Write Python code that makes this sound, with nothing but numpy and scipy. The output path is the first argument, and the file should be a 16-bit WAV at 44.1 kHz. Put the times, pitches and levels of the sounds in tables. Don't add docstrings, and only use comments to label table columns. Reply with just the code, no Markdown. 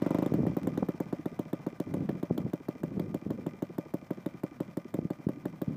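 import sys
import numpy as np
from scipy import signal
from scipy.fft import rfft, irfft
from scipy.io import wavfile
from scipy.ndimage import uniform_filter1d

SR = 44100
rng = np.random.default_rng(int(sys.argv[2]) if len(sys.argv) > 2 else 0)


def store_pcm(level_fs):
    pcm = np.round(np.clip(level_fs, -1, 1) * 32767).astype(np.int16)
    wavfile.write(sys.argv[1], SR, np.atleast_2d(pcm).T)


N = 254016
TIME = np.arange(N) / SR
TOP_HZ = 15350
IDLE_CYCLE_S = 0.15


def undb(db):
    return 10 ** (np.asarray(db) / 20)


def unit(x):
    return x / np.sqrt(np.mean(x ** 2))


def even_out(x, window_s):
    return x / np.sqrt(uniform_filter1d(x ** 2, int(window_s * SR)))


def add(out, s, sound):
    start = int(s * SR)
    lo, hi = max(start, 0), min(start + len(sound), N)
    if hi > lo:
        out[lo:hi] += sound[lo - start:hi - start]


def noise(spectrum):
    hz, db = np.transpose(spectrum)
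    bins = np.arange(N // 2 + 1) * SR / N
    colour_db = np.interp(np.log(bins + 1), np.log(hz), db)
    return unit(irfft(rfft(rng.standard_normal(N)) * undb(colour_db), N))


def resonate(x, modes):
    out = 0
    for hz, width, db in modes:
        out = out + undb(db) * signal.lfilter(*signal.iirpeak(hz, hz / width, SR), x)
    return out


def low_cut(x, hz):
    return signal.sosfilt(signal.butter(2, hz, "high", fs=SR, output="sos"), x)


def walk(rate):
    k = int(SR / rate)
    steps = np.repeat(rng.standard_normal(N // k + 1), k)
    return unit(uniform_filter1d(steps, k)[:N])


def bumps(times, sizes, widths):
    out = np.zeros(N)
    for s, size, width in np.broadcast(times, sizes, widths):
        lo, hi = np.searchsorted(TIME, [s - 6 * width, s + 6 * width])
        out[lo:hi] += size * np.exp(-((TIME[lo:hi] - s) / width) ** 2 / 2)
    return out


def decays(times, sizes, decay_s):
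    out = np.zeros(N)
    shape = np.exp(-np.arange(int(8 * decay_s * SR)) / (decay_s * SR))
    for s, size in zip(times, sizes):
        add(out, s, size * shape)
    return out


def by_speed(law, speed):
    idle_db, doubling_db = law
    return idle_db + doubling_db * np.log2(speed)


# f/Hz, width/Hz, level/dB
EXHAUST_TONES = [(181.2, 57.5, -3), (299.3, 106.4, -0.5), (518.8, 40, -9), (1334, 1220, -5.5)]
# f/Hz, level/dB
RUSH_COLOUR = [(150, -32), (350, -6), (600, 1), (900, 1), (1250, -5), (1700, -22), (3000, -22),
               (8000, -40.5)]
# at idle level/dB, more per doubling of speed level/dB
PULSE_LAW = (-19, 2.08)
# at idle level/dB, more per doubling of speed level/dB
HISS_LAW = (-45.5, 0.38)


def exhaust(times, periods, firing_speed):
    level_chance = rng.standard_normal((len(times), 2)).T
    pulse_db = by_speed(PULSE_LAW, firing_speed) + 0.5 * level_chance[0]
    hiss_db = by_speed(HISS_LAW, firing_speed) + 1.2 * level_chance[1]
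    lead = 0.002728 + 0.0127 * periods
    chance = rng.standard_normal((len(times), 2)).T
    pulses = bumps(times, undb(pulse_db + 9.5), 0.00039 * np.exp(0.025 * chance[0]))
    putt = resonate(pulses, EXHAUST_TONES)
    cracks = bumps(times - lead, undb(pulse_db - 2.5), 0.00013)
    pop = resonate(cracks, [(550, 300, 1.5), (1410, 180, -21)])
    flow = undb(pulse_db - 23.5) * (IDLE_CYCLE_S / periods) ** 0.44
    rush_shape = uniform_filter1d(decays(times, flow, 0.0069), int(0.009 * SR))
    rush = rush_shape * noise(RUSH_COLOUR)
    kicks = bumps(times + 0.008445 + 0.00035 * chance[1], undb(pulse_db + 11), 0.00059)
    stand = resonate(kicks, [(581.7, 38, 1.0), (381.0, 18, -22.0)])
    pipe = putt + pop + rush + stand + jet(times, lead, hiss_db)
    return low_cut(pipe, hz=141)


# f/Hz, level/dB
GAS_COLOUR = [(800, 7.5), (1800, 17), (2600, 1.5), (3500, 8.5), (5000, -4), (7000, 1), (9000, -0.5),
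              (11000, -2), (14500, 8)]


def jet(times, lead, hiss_db):
    out, size = np.zeros(N), 1024
    t = (np.arange(size) - size / 2) / SR
    hz = np.fft.rfftfreq(size, 1 / SR)
    gas_hz, gas_db = np.transpose(GAS_COLOUR)
    for s, gap, db in zip(times, lead, hiss_db):
        chance = rng.standard_normal(size=20)
        own_colour = np.interp(hz, np.linspace(0, SR / 2, len(chance)), chance)
        colour_db = np.interp(hz, gas_hz, gas_db) + 3 * own_colour
        gas = unit(irfft(rfft(rng.standard_normal(size)) * undb(colour_db) * (hz < TOP_HZ)))
        squeeze = np.exp(-np.abs(t) / 0.00096) + undb(-16.5) * np.exp(-np.abs(t) / 0.0079)
        add(out, s - 0.5 * gap + t[0], undb(db + 1.5) * gas * squeeze * (t > -0.5 * gap))
    return out


# f/Hz, level/dB
GULP_COLOUR = [(60, -24), (130, -2.5), (200, 9.5), (320, 13), (450, -2), (800, -10), (1300, -21.5),
               (2500, -69)]
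# at idle level/dB, more per doubling of speed level/dB
GULP_LAW = (-39.5, 3.5)


def intake(times, periods, firing_speed):
    gulp_db = by_speed(GULP_LAW, firing_speed) + 2.0 * rng.standard_normal(len(times))
    at = times + periods * (0.48 + 0.0093 * rng.standard_normal(len(times)))
    pulls = bumps(at, -undb(gulp_db + 14), 0.00063)
    suck = resonate(pulls, [(163.6, 30, -0.98), (335.0, 42, -1.3)])
    rush = even_out(noise(GULP_COLOUR), 0.017)
    return suck + bumps(at, undb(gulp_db - 0.5), 0.032 * periods) * rush


# share of the cycle after the firing, level/dB
KNOCKS = [(.08, 1), (0.147, 8), (0.257, 6), (0.418, 7.5), (0.554, 0.5), (0.627, 5.5), (0.763, 4)]
# f/Hz, width/Hz, level/dB
METAL_TONES = [(603, 35, 11), (950, 140, -15), (1205, 22.5, 7.5), (1492, 35, -2.5), (2036, 77, 0.3),
               (2354, 41, 2), (2690, 24, -16.5), (3060, 160, -13.5), (5240, 1300, -17.5), (7800, 84, -24)]
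# f/Hz, level/dB
RUB_COLOUR = [(200, 10), (600, 17.5), (1200, 4.5), (2400, 1.5), (2900, -18.5), (5500, -10), (8000, -29),
              (10500, -52), (14500, -20)]
# f/Hz, level/dB
OIL_COLOUR = [(1000, 0), (6500, -4.5), (10500, -8), (14500, -3)]
# at idle level/dB, more per doubling of speed level/dB
CLATTER_LAW = (-60.5, 3.8)


def mechanism(times, periods, speed):
    share, knock_db = np.transpose(KNOCKS)
    chance = rng.standard_normal((len(times), 2, len(KNOCKS)))
    at = times[:, None] + periods[:, None] * (share + 0.008 * chance[:, 0])
    blows = bumps(at.ravel(), undb(knock_db + 1.3 * chance[:, 1]).ravel(), 0.00003)
    blows /= np.sqrt(speed)
    ring = unit(resonate(blows, [mode for mode in METAL_TONES if mode[0] > 1000]))
    cycle = np.interp(TIME, np.append(times, times[-1] + periods[-1]), np.arange(len(times) + 1))
    hush_db = -5 * np.exp(-((cycle % 1 - 0.91) / 0.07) ** 2)
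    sliding = undb(hush_db + 2.5 * np.cos(4 * np.pi * (cycle - 0.16)) + 2.3 * walk(200))
    rubbed_metal = unit(resonate(rng.standard_normal(N), METAL_TONES))
    rub = sliding * (noise(RUB_COLOUR) + undb(-9) * rubbed_metal)
    oil = undb(-74.6 + 3.6 * np.cos(4 * np.pi * (cycle - 0.19))) * noise(OIL_COLOUR)
    return undb(by_speed(CLATTER_LAW, speed)) * (undb(-5.0) * ring + rub) + oil


def crank_speed(times, periods):
    coast_s = 0.44
    rate = np.interp(TIME, times, IDLE_CYCLE_S / periods)
    keep = np.exp(-1 / (coast_s * SR))
    return rate[0] + signal.lfilter([1 - keep], [1, -keep], rate - rate[0])


# start t/s, strongest t/s, end t/s, level/dB
GUSTS = [(0.288, 0.427, 0.56, -28.5), (0.633, 0.63, 0.93, -35), (1.856, 2, 2.22, -32.5),
         (2.3, 2.32, 2.51, -32), (2.795, 2.997, 3.19, -35.5), (3.24, 3.272, 3.6, -39.5),
         (4.922, 5.04, 5.08, -39), (5.242, 5.282, 5.64, -44.5), (5.672, 5.674, 5.8, -33.5)]
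# t/s, level/dB, half width t/s
THUMPS = [(0.3214, -12.5, 0.00048), (0.3912, -16, 0.00044), (.433, -17, 0.00034), (0.454, -18, 0.00031),
          (0.826, -12.5, 0.00045), (0.8299, -12.5, 0.00023), (1.971, -20.5, 0.00044),
          (2.3098, -10, 0.00044), (2.449, -15, 0.0015), (2.465, -20, 0.00043), (3.265, -18, .0006),
          (4.9894, -13, 0.00042), (5.052, -17, 0.00074), (5.2689, -11.5, 0.00069), (5.6811, -13, 0.0013)]
# f/Hz, level/dB
WASH_COLOUR = [(30, -67), (60, -51), (100, -10.5), (160, 3), (250, 1), (350, -12.5), (500, -13),
               (800, -30.5), (1500, -42.5), (4000, -65)]
# f/Hz, width/Hz, level/dB
THUMP_TONES = [(153, 7, -12), (188.5, 44, -6), (281, 294, 0), (685, 1100, -8)]


def wash_and_thumps():
    eddies_per_s = 110
    strength = np.zeros(N)
    for start, top, end, db in GUSTS:
        strength += undb(db) * np.interp(TIME, [start, top, end], [0, 1, 0]) ** 0.5
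    rumble = even_out(noise(WASH_COLOUR), 0.035)
    chance = rng.random((int(eddies_per_s * N / SR), 2)).T
    at = (np.arange(len(chance[0])) + chance[0]) / eddies_per_s
    flutter = unit(resonate(bumps(at, 2 * chance[1] - 1, 0.00071), THUMP_TONES))
    gusts = strength * (undb(-4.5) * rumble * undb(3.8 * walk(90)) + undb(-4) * flutter)
    times, db, widths = np.transpose(THUMPS)
    thumps = resonate(bumps(times, undb(db), widths), THUMP_TONES)
    return gusts + low_cut(thumps, hz=86)


# f/Hz, level/dB
AIR_COLOUR = [(25, 11), (60, -3), (130, 8), (250, 8), (500, -22), (1000, -10.5), (2000, -21.5), (4000, -30),
              (10000, -48)]
# at idle level/dB, more per doubling of speed level/dB
AIR_LAW = (-52.5, 4.2)


def stirred_air(speed):
    return undb(by_speed(AIR_LAW, speed) + 1.8 * walk(15)) * noise(AIR_COLOUR)


def garden(x, wet_db, decay_s):
    t = TIME[:SR // 4]
    echoes = rng.standard_normal(len(t)) * np.exp(-t / decay_s) * (t > 0.008)
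    return x + undb(wet_db) * signal.fftconvolve(x, echoes / np.linalg.norm(echoes))[:N]


FIRINGS = [0.0234, 0.0655, 0.109, 0.149, 0.1886, 0.2261, 0.2643, 0.3424, 0.4703, 0.5712, 0.6752, 0.7791,
           0.8908, 1.0062, 1.131, 1.2613, 1.3962, 1.5344, 1.6695, 1.8045, 1.9438, 2.0952, 2.2333, 2.3821,
           2.5379, 2.6893, 2.8381, 3, 3.1483, 3.309, 3.4688, 3.627, 3.7867, 3.9434, 4.1106, 4.2651, 4.4394,
           4.6078, 4.775, 4.9453, 5.1082, 5.2926, 5.459, 5.6209]


def scene():
    times = np.array(FIRINGS)
    periods = np.append(np.diff(times), times[-1] - times[-2])
    speed = crank_speed(times, periods)
    firing_speed = np.interp(times, TIME, speed)
    engine = exhaust(times, periods, firing_speed)
    engine = engine + intake(times, periods, firing_speed)
    engine = engine + mechanism(times, periods, speed)
    mix = garden(engine, wet_db=-19.0, decay_s=0.024) + stirred_air(speed) + wash_and_thumps()
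    return mix[None]


def record(dry):
    top_cut = signal.ellip(10, 0.2, 70, TOP_HZ, fs=SR, output="sos")
    return signal.sosfilt(top_cut, low_cut(dry, hz=79.0))


dry = scene()
out = record(dry)
store_pcm(out)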